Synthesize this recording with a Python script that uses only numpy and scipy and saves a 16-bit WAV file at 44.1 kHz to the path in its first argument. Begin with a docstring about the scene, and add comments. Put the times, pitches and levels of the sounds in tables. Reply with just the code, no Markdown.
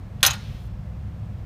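"""Ventilation hums and rumbles in a shop from the first moment to the last.
A metal flip-top lighter is thumbed open close by, over a glass counter: the catch snaps, the hinge knocks over,
the lid hits its stop and rings, then rattles on its spring; a thin hiss lingers. Contacts are clicks that set off
decaying sines and noise bursts; the counter rings, and banded noise gives the shop's short wash and faint tail.
The spring is a gated tone with narrow-band buzz, the ventilation wavering sines over banded noise."""
import sys
import numpy as np
from scipy import signal
from scipy.io import wavfile

SR = 44100
rng = np.random.default_rng(int(sys.argv[2]) if len(sys.argv) > 2 else 0)


def store_wav(level_fs):
    """Save 16-bit WAV to argv[1]."""
    pcm = np.round(np.clip(np.atleast_2d(level_fs), -1, 1) * 32767)
    wavfile.write(sys.argv[1], SR, pcm.T.astype(np.int16))


N = 63945
T = np.arange(N) / SR   # time axis [s]

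# ventilation hum lines: (frequency [Hz], level [dB rms], level waver [dB], pitch wander [Hz])
HUM_LINES = [(63.5, -40.5, 3, 5.1), (100.66, -39, 0.57, 1.3), (122.4, -44, 4.5, 6.01),
             (199.7, -50.5, 0.5, 6), (511, -66, 2, 2.2), (609, -65, -0.5, 1.3), (724, -64.5, 4, 2.9)]
# rumble and air of the shop: (frequency [Hz], level per third octave [dB])
AIR_SPECTRUM = [(25, -68), (40, -44.5), (52, -48.5), (65, -46), (90, -45), (130, -43), (185, -46),
                (250, -58), (380, -62.5), (560, -61), (1200, -64), (2500, -68.5), (5000, -74.5),
                (9000, -79), (11000, -83), (14000, -77.5)]
# gain of the air above the rumble: (time [s], level [dB])
AIR_SWELL = [(0, 0), (.4, 0), (.8, -0.5), (1.1, 0), (1.45, 0)]
# contacts of the lid, each gain added to the levels of the response it drives:
# (time [s], knock [dB], case ring [dB], lid ring [dB], throw into the shop [dB])
LID_CONTACTS = [(0.2068, -40.5, -53, -51, -43), (0.2295, 0.5, 3.5, -24.5, 1), (0.2380, -6, -16, -25.5, -10),
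                (0.2499, -1.5, -5, -24, -5), (0.2634, -11, -13, 1.5, -9), (0.2795, -15, -24.5, -29, -12),
                (0.301, -35, -34.5, -33, -27.5), (0.3078, -17, -27.5, -25, -22.5),
                (0.3338, -35, -39, -32.5, -20), (0.352, -35, -44, -41, -40)]
# dead knock of the hand-held body: (frequency [Hz], level [dB], t60 [s])
KNOCK_MODES = [(1600, -16, .016), (2672, -7, 0.012), (3410, -5.5, 0.016), (4150, -10, 0.02),
               (4830, -19, .022), (5350, -17.5, 0.017)]
# ring of the case, before the fingers damp it: (frequency [Hz], level [dB], t60 [s])
CASE_MODES = [(3474, -22, .06), (3790, -19.5, .06), (4790, -25, .07), (6024, -21.5, .07), (6611, -19, .07),
              (7720, -23, 0.085), (7820, -28.5, .06), (8940, -30, 0.059), (9300, -27.5, 0.074),
              (10440, -19, 0.06), (11060, -31, .05), (14010, -21, 0.064)]
# ring of the lid, before the fingers damp it: (frequency [Hz], level [dB], t60 [s])
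LID_MODES = [(4268, -28.5, 0.15), (4577, -28.5, 0.045), (5170, -17, .07), (5650, -23, 0.02),
             (5986, -13.5, 0.079), (6290, -16.5, 0.072), (6690, -24.5, .04), (6692, -15.5, .07),
             (8710, -22.5, .07), (9211, -28, .05), (11030, -20.5, .04), (11250, -19.5, 0.06),
             (13490, -17.5, 0.045), (13850, -21.5, 0.016), (14022, -12.5, 0.054)]
# faint lasting ping of the open lid: (frequency [Hz], level [dB], t60 [s])
PING_MODES = [(5222, -56, 1.2), (6024, -56, .95), (6660, -56, .6), (8700, -61, .75), (9240, -67, .7),
              (11235, -58, .55)]
# resonances of the glass counter, before thinning: (frequency [Hz], level [dB], t60 [s])
COUNTER_MODES = [(549.4, -38.5, .3), (793, -29, 0.25), (1065.5, -30, .2), (1234, -36.5, .22),
                 (1387, -25, 0.21), (1433, -28.5, 0.35), (1567, -30, .2), (1840, -31.5, 0.35),
                 (2047, -35, 0.2), (2478, -25.5, 0.18), (2595, -32, 0.35), (2933, -29, .2),
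                 (3100, -30, .22), (3107, -30.5, .22), (3610, -29.5, 0.24), (3870, -28.5, 0.37),
                 (4084, -27.5, .22), (4268, -31, 0.25)]
# scatter from the counter, before thinning: (frequency [Hz], level [dB], t60 [s])
SCATTER_BANDS = [(233, -42, .08), (380, -62, 0.068), (536, -37, .08), (1400, -22.5, 0.075),
                 (3300, -20.5, .055), (5200, -20, 0.054), (7500, -30, .05), (10000, -26, 0.061),
                 (14000, -39.5, .04)]
# short wash of the shop, before thinning: (frequency [Hz], level [dB], t60 [s])
WASH_BANDS = [(224, -54, .4), (390, -62, .3), (490, -43, 0.18), (800, -39.5, .6), (1400, -35.5, .45),
              (3300, -33.5, .33), (5500, -41, 0.64), (10000, -50.5, .24), (13990, -57.5, .24)]
# faint tail of the shop, before thinning: (frequency [Hz], level [dB], t60 [s])
TAIL_BANDS = [(500, -76, 1), (1500, -64.5, 1.6), (3450, -56.5, 1.9), (6000, -66.5, 1.15), (14000, -91, 1)]
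# twangs of the hinge spring: (time [s], relative level [dB])
SPRING_TWANGS = [(0.3035, -1), (0.3092, 0), (0.3150, -9), (0.333, -7), (0.3810, -24)]

SWELL_ABOVE_HZ = 300
CRACK_DB, CRACK_T60_S, CRACK_LOW_HZ = -20.5, 0.02, 2500   # broadband edge of each contact
SIZZLE_DB, SIZZLE_T60_S, SIZZLE_LOW_HZ = -19.5, 0.0496, 4500   # the lid's crowd of weak high modes
DAMP_AFTER_S, DAMP_FADE_S, DAMP_DB = 0.014, 0.0054, -5.5   # fingers smother the ring after each contact
SCATTER_DELAY_S, WASH_DELAY_S, TAIL_DELAY_S = 0.0023, 0.006, 0.16
SCATTER_REACH_S, WASH_REACH_S, TAIL_REACH_S = 0.025, 0.091, 0.23   # beyond this, a quick thinning out
SPRING_HZ, SPRING_DB, SPRING_T60_S = 6621, -26.5, 0.031
SPRING_BUZZ_DB, SPRING_BUZZ_WIDTH_HZ = -30.5, 810
HISS_START_S, HISS_END_S, HISS_FADE_S = 0.33, 0.69, 0.019
HISS_DB, HISS_LOW_HZ = -65, 2970
CUTOFF_HZ = 15200


def from_db(db):
    """Decibels to gain."""
    return 10 ** (np.asarray(db) / 20)


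def rms_one(x):
    """Scale to rms 1."""
    return x / np.sqrt(np.mean(x ** 2) + 1e-20)


def at_hz(table, hz):
    """Read a table's columns on a log-frequency axis."""
    freqs, *columns = np.transpose(table)
    return [np.interp(np.log(hz), np.log(freqs), column) for column in columns]


def dying(t60):
    """Exponential decay from time zero, down 60 dB after t60 seconds."""
    return np.exp(-np.log(1000) * T / t60)


def thinning(reach_s):
    """Gain that holds until the reach, then falls away."""
    return 1 / np.sqrt(1 + (T / reach_s) ** 8)


def drift(rate_hz):
    """Slow random wander of spread 1: noise through two equal low-pass poles, one point per 100 samples."""
    pole = np.exp(-2 * np.pi * rate_hz * 100 / SR)
    noise = rng.standard_normal(N // 100 + 2002)
    slow = signal.lfilter([1], [1, -2 * pole, pole ** 2], noise)[2000:]   # skip the filter's settling
    return np.interp(np.arange(N) / 100, np.arange(len(slow)), rms_one(slow))


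def noise_bands():
    """Third-octave bands of unrelated noise, each of rms 1: (centre [Hz], noise)."""
    edges = 22.1 * 2 ** (np.arange(30) / 3)
    for low, high in zip(edges, edges[1:]):
        sos = signal.butter(3, [low, high], "band", fs=SR, output="sos")
        noise = signal.sosfilt(sos, rng.standard_normal(N + SR // 2))[-N:]
        yield np.sqrt(low * high), rms_one(noise)


def bright_noise(low_hz):
    """High-passed noise of rms 1."""
    sos = signal.butter(2, low_hz, "high", fs=SR, output="sos")
    return rms_one(signal.sosfilt(sos, rng.standard_normal(N)))


def ring(modes):
    """Response of a set of modes to one blow: decaying sines of alternating sign."""
    total = np.zeros(N)
    for k, (hz, db, t60) in enumerate(modes):
        total += (-1) ** k * from_db(db) * dying(t60) * np.sin(2 * np.pi * hz * T)
    return total


def strike(times, levels_db, response):
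    """Play a response at every listed time and level."""
    clicks = np.zeros(N)
    clicks[np.round(times * SR).astype(int)] = from_db(levels_db)
    return signal.fftconvolve(clicks, response)[:N]


def ventilation():
    """Fan hum wavers in level and pitch over rumble and soft air noise."""
    swell = from_db(np.interp(T, *np.transpose(AIR_SWELL)))
    air = np.zeros(N)
    for hz, noise in noise_bands():
        band = from_db(at_hz(AIR_SPECTRUM, hz)[0]) * noise
        air += band * swell if hz > SWELL_ABOVE_HZ else band
    hum = np.zeros(N)
    for hz, db, waver_db, wander_hz in HUM_LINES:
        cycles = rng.random() + np.cumsum(hz + wander_hz * drift(5.93)) / SR
        line = from_db(waver_db * drift(8.9)) * np.sin(2 * np.pi * cycles)
        hum += from_db(db) * rms_one(line)
    return air + hum


def finger_damping():
    """Gain of the fingers' grip, which smothers a ring soon after the blow."""
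    return from_db(DAMP_DB * np.clip((T - DAMP_AFTER_S) / DAMP_FADE_S, 0, 1))


def body_knock():
    """The held body answers with short, dead modes and a broadband crack."""
    crack = from_db(CRACK_DB) * dying(CRACK_T60_S) * bright_noise(CRACK_LOW_HZ)
    return ring(KNOCK_MODES) + crack


def lid_ring():
    """The lid's modes and sizzle are damped by the fingers, while a faint ping lasts."""
    sizzle = from_db(SIZZLE_DB) * dying(SIZZLE_T60_S) * bright_noise(SIZZLE_LOW_HZ)
    return finger_damping() * (ring(LID_MODES) + sizzle) + ring(PING_MODES)


def reflections(table, delay_s, reach_s):
    """Dense reflections set in after a delay, die band by band and thin out beyond their reach."""
    lowest_hz = table[0][0]
    echoes = np.zeros(N)
    for hz, noise in noise_bands():
        db, t60 = at_hz(table, hz)
        bass_loss = min(1, hz / lowest_hz) ** 2   # weaker below the table's lowest frequency
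        echoes += from_db(db) * bass_loss * dying(t60) * noise
    return np.interp(T - delay_s, T, echoes * thinning(reach_s), left=0)


def shop_response():
    """The glass counter rings and scatters, then the shop gives its wash and tail."""
    counter = ring(COUNTER_MODES) * thinning(WASH_REACH_S)
    scatter = reflections(SCATTER_BANDS, SCATTER_DELAY_S, SCATTER_REACH_S)
    wash = reflections(WASH_BANDS, WASH_DELAY_S, WASH_REACH_S)
    tail = reflections(TAIL_BANDS, TAIL_DELAY_S, TAIL_REACH_S)
    return counter + scatter + wash + tail


def lighter():
    """Every contact knocks the body, rings case and lid, and stirs the counter and the shop."""
    times, knock_db, case_db, lid_db, shop_db = np.transpose(LID_CONTACTS)
    knock = strike(times, knock_db, body_knock())
    case = strike(times, case_db, finger_damping() * ring(CASE_MODES))
    lid = strike(times, lid_db, lid_ring())
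    shop = strike(times, shop_db, shop_response())
    return knock + case + lid + shop


def spring():
    """The hinge spring rings on one note and buzzes against its seat, dying away after each twang."""
    times, levels_db = np.transpose(SPRING_TWANGS)
    envelope = strike(times, levels_db, dying(SPRING_T60_S))
    tone = np.sin(2 * np.pi * SPRING_HZ * T)
    b, a = signal.iirpeak(SPRING_HZ, SPRING_HZ / SPRING_BUZZ_WIDTH_HZ, fs=SR)
    buzz = rms_one(signal.lfilter(b, a, rng.standard_normal(N)))
    return envelope * (from_db(SPRING_DB) * tone + from_db(SPRING_BUZZ_DB) * buzz)


def hiss():
    """A faint even hiss of high-passed noise lingers after the snap, then stops."""
    gate = np.clip(np.minimum(T - HISS_START_S, HISS_END_S - T) / HISS_FADE_S, 0, 1)
    return from_db(HISS_DB) * gate * bright_noise(HISS_LOW_HZ)


def scene():
    """The lighter in front of the shop's hum, in mono."""
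    return (ventilation() + lighter() + spring() + hiss())[None]


def record(dry):
    """The deepest bass is lost, the highest peaks are rounded and the top is cut."""
    bass_cut = signal.butter(6, 33, "high", fs=SR, output="sos")
    thinned = signal.sosfilt(bass_cut, dry)
    rounded = 0.95 * np.tanh(thinned / 0.95)
    top_cut = signal.ellip(8, 0.2, 90, CUTOFF_HZ, fs=SR, output="sos")
    return signal.sosfilt(top_cut, rounded)


dry = scene()
out = record(dry)
store_wav(out)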